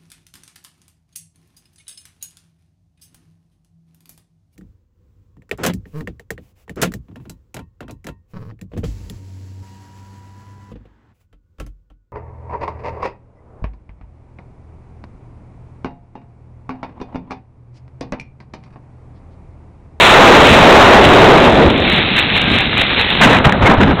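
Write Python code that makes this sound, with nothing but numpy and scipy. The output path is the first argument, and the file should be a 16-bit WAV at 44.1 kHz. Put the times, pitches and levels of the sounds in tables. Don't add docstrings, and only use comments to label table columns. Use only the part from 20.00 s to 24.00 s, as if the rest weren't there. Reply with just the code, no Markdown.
import sys
import numpy as np
from scipy import signal
from scipy.fft import rfft, irfft, next_fast_len
from scipy.io import wavfile
from scipy.ndimage import map_coordinates

SR = 44100
rng = np.random.default_rng(int(sys.argv[2]) if len(sys.argv) > 2 else 0)


def transcribe(signal):
    frames = np.atleast_2d(signal).T
    limited = np.clip(frames, -1, 1)
    pcm = np.round(limited * 32767).astype(np.int16)
    wavfile.write(sys.argv[1], SR, pcm)


N = 176400
SOURCE_TOP_HZ = 4600
# (frequency [Hz], level [dB])
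BURST_TONE = [(60, -18), (120, -26), (180, 10.5), (350, -9), (700, 0), (900, 5.5), (1150, 0.5), (1650, 2),
              (2600, -1), (4000, -9)]


def roar():
    # (time [s], level [dB])
    thrust = [(0, -5.5), (.12, -3), (.24, 5), (.35, 5.5), (.46, -2.5), (.58, -2), (.72, 6), (.8, 3.5),
              (.88, -0.5), (.96, 3), (1.04, -5), (1.22, 1.5), (1.36, 0.5), (1.41, -6.5), (1.46, -3.5),
              (1.55, -9.5), (1.62, -2.5), (1.72, -12), (1.85, -16), (2.1, -27.5), (3.2, -52)]
    # (time [s], frequency [Hz])
    centre = [(0, 1090), (.17, 835), (.3, 640), (.42, 806), (.56, 630), (.72, 620), (.87, 770), (1.0, 623),
              (1.1, 527), (1.45, 540), (1.65, 390), (1.85, 280)]
    # (multiple of the centre [ratio], level [dB])
    tone = [(.05, -14.5), (.2, -8.5), (.5, 1), (1, 2), (1.5, -1), (2.3, -6.5), (4, -13), (7, -26)]
    f, t, slices = signal.stft(rng.standard_normal(N), SR, nperseg=1024)
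    gain = amp(along(tone, f[:, None] / curve(centre, t))) * (f < SOURCE_TOP_HZ)[:, None]
    gain /= np.linalg.norm(gain, axis=0)
    jet = signal.istft(slices * gain, nperseg=1024)[1][:N]
    flutter_db = 1.3 * wobble(45.6)
    return unit(jet) * amp(curve(thrust, clock()) + flutter_db)


def hiss():
    # (time [s], level [dB])
    loudness = [(0, -3), (.06, -4), (.2, -8), (.35, -10.5), (.55, -8), (.9, -18), (1.2, -10.5),
                (1.5, -17.5), (1.75, -19), (1.9, -15.5), (2.1, -17), (2.45, -16.5), (2.7, -19.5),
                (2.9, -16.5), (3.15, -15), (3.3, -13.5), (3.45, -29)]
    # (frequency [Hz], level [dB])
    tone = [(100, -7.5), (400, -3.5), (800, -3), (1050, -6), (1500, -3.5), (2300, 1.5), (2700, 1.5),
            (3100, -1.5), (3700, 1), (4200, -5)]
    # (time [s], half width [s], rise [dB])
    surges = [(.5, 0.037, 3), (1.049, 0.011, 10.5), (1.45, 0.008, 6), (1.94, 0.098, 4), (2.191, .04, 7),
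              (2.371, .035, 4.5), (2.58, 0.077, 6.5), (2.798, 0.038, 6.5), (2.99, 0.022, 4)]
    noise = rush(tone)
    surge_db = sum(db * bump(middle, width) for middle, width, db in surges)
    flutter_db = 0.7 * wobble(40.23)
    sputter_db = 2.1 * wobble(500)
    return noise * amp(curve(loudness, clock()) + surge_db + flutter_db + sputter_db)


def ejection():
    # (start [s], level [dB], hold [s], time to fade 60 dB [s])
    puffs = [(3.212, -0.5, 0.039, 0.11), (3.336, -11.5, 0.033, .08), (3.442, -8, 0.014, 0.077)]
    attack_s = 0.001
    t, loudness = clock(), np.zeros(N)
    for start, db, hold, fade_s in puffs:
        rise = np.clip((t - start) / attack_s, 0, 1)
        loudness += rise * amp(db - 60 * np.maximum(t - start - hold, 0) / fade_s)
    return rush(BURST_TONE) * loudness * amp(2.4 * wobble(150))


def tumble():
    # (time [s], level [dB])
    gusts = [(3.15, -30.5), (3.29, -6.5), (3.37, -13), (3.41, -16), (3.44, -17.5), (3.465, -6), (3.5, -15),
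             (3.59, -20.5), (3.63, -7.5), (3.67, -7), (3.695, -7.5), (3.72, -4), (3.765, -17.5),
             (3.825, -9.5), (3.865, -18), (3.91, -11), (3.95, -25.5), (4, -13)]
    # (frequency [Hz], level [dB])
    tone = [(40, -11.5), (120, -1.5), (270, 0), (420, 0), (700, 0), (900, 0), (1150, -3), (1550, -4.5),
            (2300, -11.5), (4000, -21)]
    t = clock()
    started = t > gusts[0][0]
    return rush(tone) * amp(curve(gusts, t) + 2.56 * wobble(130)) * started


def knocks():
    # (time [s], level [dB])
    hits = [(2.729, -9.5), (3.386, -4), (3.494, -2), (3.523, -2.5), (3.814, -2), (3.833, -1), (3.877, -7.5),
            (3.901, -11)]
    # (frequency [Hz], level [dB], time to fade 60 dB [s])
    tube_notes = [(202, -2, .07), (505, -1.5, 0.067), (864, -8, 0.039), (1680, -7, 0.048)]
    ring_db, crack_fade_s = -11.5, 0.022
    noise, out = rush(BURST_TONE), np.zeros(N)
    t = np.arange(SR // 12) / SR
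    for start, db in hits:
        span = slice(round(start * SR), round(start * SR) + len(t))
        crack = noise[span] * amp(-60 * t / crack_fade_s)
        ring = sum(amp(level + rng.normal(0, 2.2) - 60 * t / fade_s) * np.sin(2 * np.pi * hz * t)
                   for hz, level, fade_s in tube_notes)
        out[span] += amp(db) * (crack + amp(ring_db) * ring)
    return out


def whistles():
    # (time [s], half width [s], pitch [Hz], glide [Hz per s], level [dB])
    notes = [(2.481, 0.11, 1588, -100, -24.5), (3.05, 0.054, 1908, 10, -25.5),
             (3.668, 0.009, 2145, 5501.5, -6.5)]
    waver_hz = 6.1
    t, out = clock(), np.zeros(N)
    for middle, width, hz, glide, db in notes:
        pitch = hz + glide * (t - middle) + waver_hz * wobble(81)
        out += amp(db) * bump(middle, width, steepness=4) * np.sin(2 * np.pi * np.cumsum(pitch) / SR)
    return out


def thumps():
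    # (time [s], half width [s], centre pitch [Hz], level [dB])
    swirls = [(1.668, 0.018, 80.2, -7), (3.257, .02, 180, -4.5), (3.467, 0.012, 135, 0),
              (3.645, .011, 80, -2.5), (3.697, .007, 280, 0), (3.784, .009, 100, -6),
              (3.905, 0.02, 275, -11.5)]
    # (multiple of the centre [ratio], level [dB])
    tone = [(.25, -10), (.6, -5.5), (1, 1.5), (1.5, -4.5), (3, -20), (8, -46)]
    out = np.zeros(N)
    for middle, width, hz, db in swirls:
        noise = rush([(hz * multiple, level) for multiple, level in tone])
        out += amp(db) * bump(middle, width) * noise
    return out


def wind():
    # (time [s], level [dB])
    loudness = [(0, -24.5), (.3, -9.5), (1.0, -10), (1.65, -16.5), (1.92, -18.5), (2.1, -20.5),
                (2.42, -23.5), (2.52, -15), (2.6, -24), (2.68, -20), (2.8, -22), (3.0, -24), (3.18, -21.5),
                (3.3, -17), (3.56, -16), (3.66, -19), (3.82, -11), (3.91, -10.5), (4, -23.5)]
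    # (frequency [Hz], level [dB])
    tone = [(20, -14), (40, -3.5), (80, 3), (130, 0.5), (200, 3), (300, -2), (500, -11.5), (1000, -16),
            (4000, -48)]
    lumps_db = 2.0
    return rush(tone) * amp(curve(loudness, clock()) + lumps_db * wobble(50))


def amp(db):
    return 10 ** (np.asarray(db) / 20)


def unit(x):
    return x / np.sqrt(np.mean(x ** 2) + 1e-20)


def clock():
    return np.arange(N) / SR


def bump(middle, width, steepness=2):
    return np.exp(-((clock() - middle) / width) ** steepness)


def curve(rows, t):
    return np.interp(t, *np.transpose(rows))


def along(points, f):
    hz, values = np.transpose(points)
    return np.interp(np.log(f + 1e-6), np.log(hz), values)


def wobble(rate):
    return map_coordinates(rng.standard_normal(4096), [clock() * rate], mode="mirror")


def filtered(x, response):
    size = next_fast_len(N + SR // 2)
    return irfft(rfft(x, size) * response(np.fft.rfftfreq(size, 1 / SR)), size)[:N]


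def rush(tone):
    return unit(filtered(rng.standard_normal(N), lambda f: amp(along(tone, f)) * (f < SOURCE_TOP_HZ)))


def overload(x, top, hardness):
    return x / (1 + np.abs(x / top) ** hardness) ** (1 / hardness)


def scene():
    return (roar() + hiss() + wind() + tumble() + ejection() + knocks() + whistles() + thumps())[None]


def record(dry):
    # (frequency [Hz], level [dB])
    tone = [(5000, -0.5), (7300, 2), (9000, 0), (12000, 0.5), (15500, 5)]
    edge_hz, steepness, top_hz = 4050, 27, 15850
    overloaded = overload(dry[0], top=0.85, hardness=18)
    muffled = filtered(overloaded, lambda f: 1 / np.sqrt(1 + (f / edge_hz) ** (2 * steepness)))
    harsh = overload(muffled, top=0.76, hardness=15.7)
    return filtered(harsh, lambda f: amp(along(tone, f)) * (f < top_hz))[None]


dry = scene()
out = record(dry)
transcribe(out)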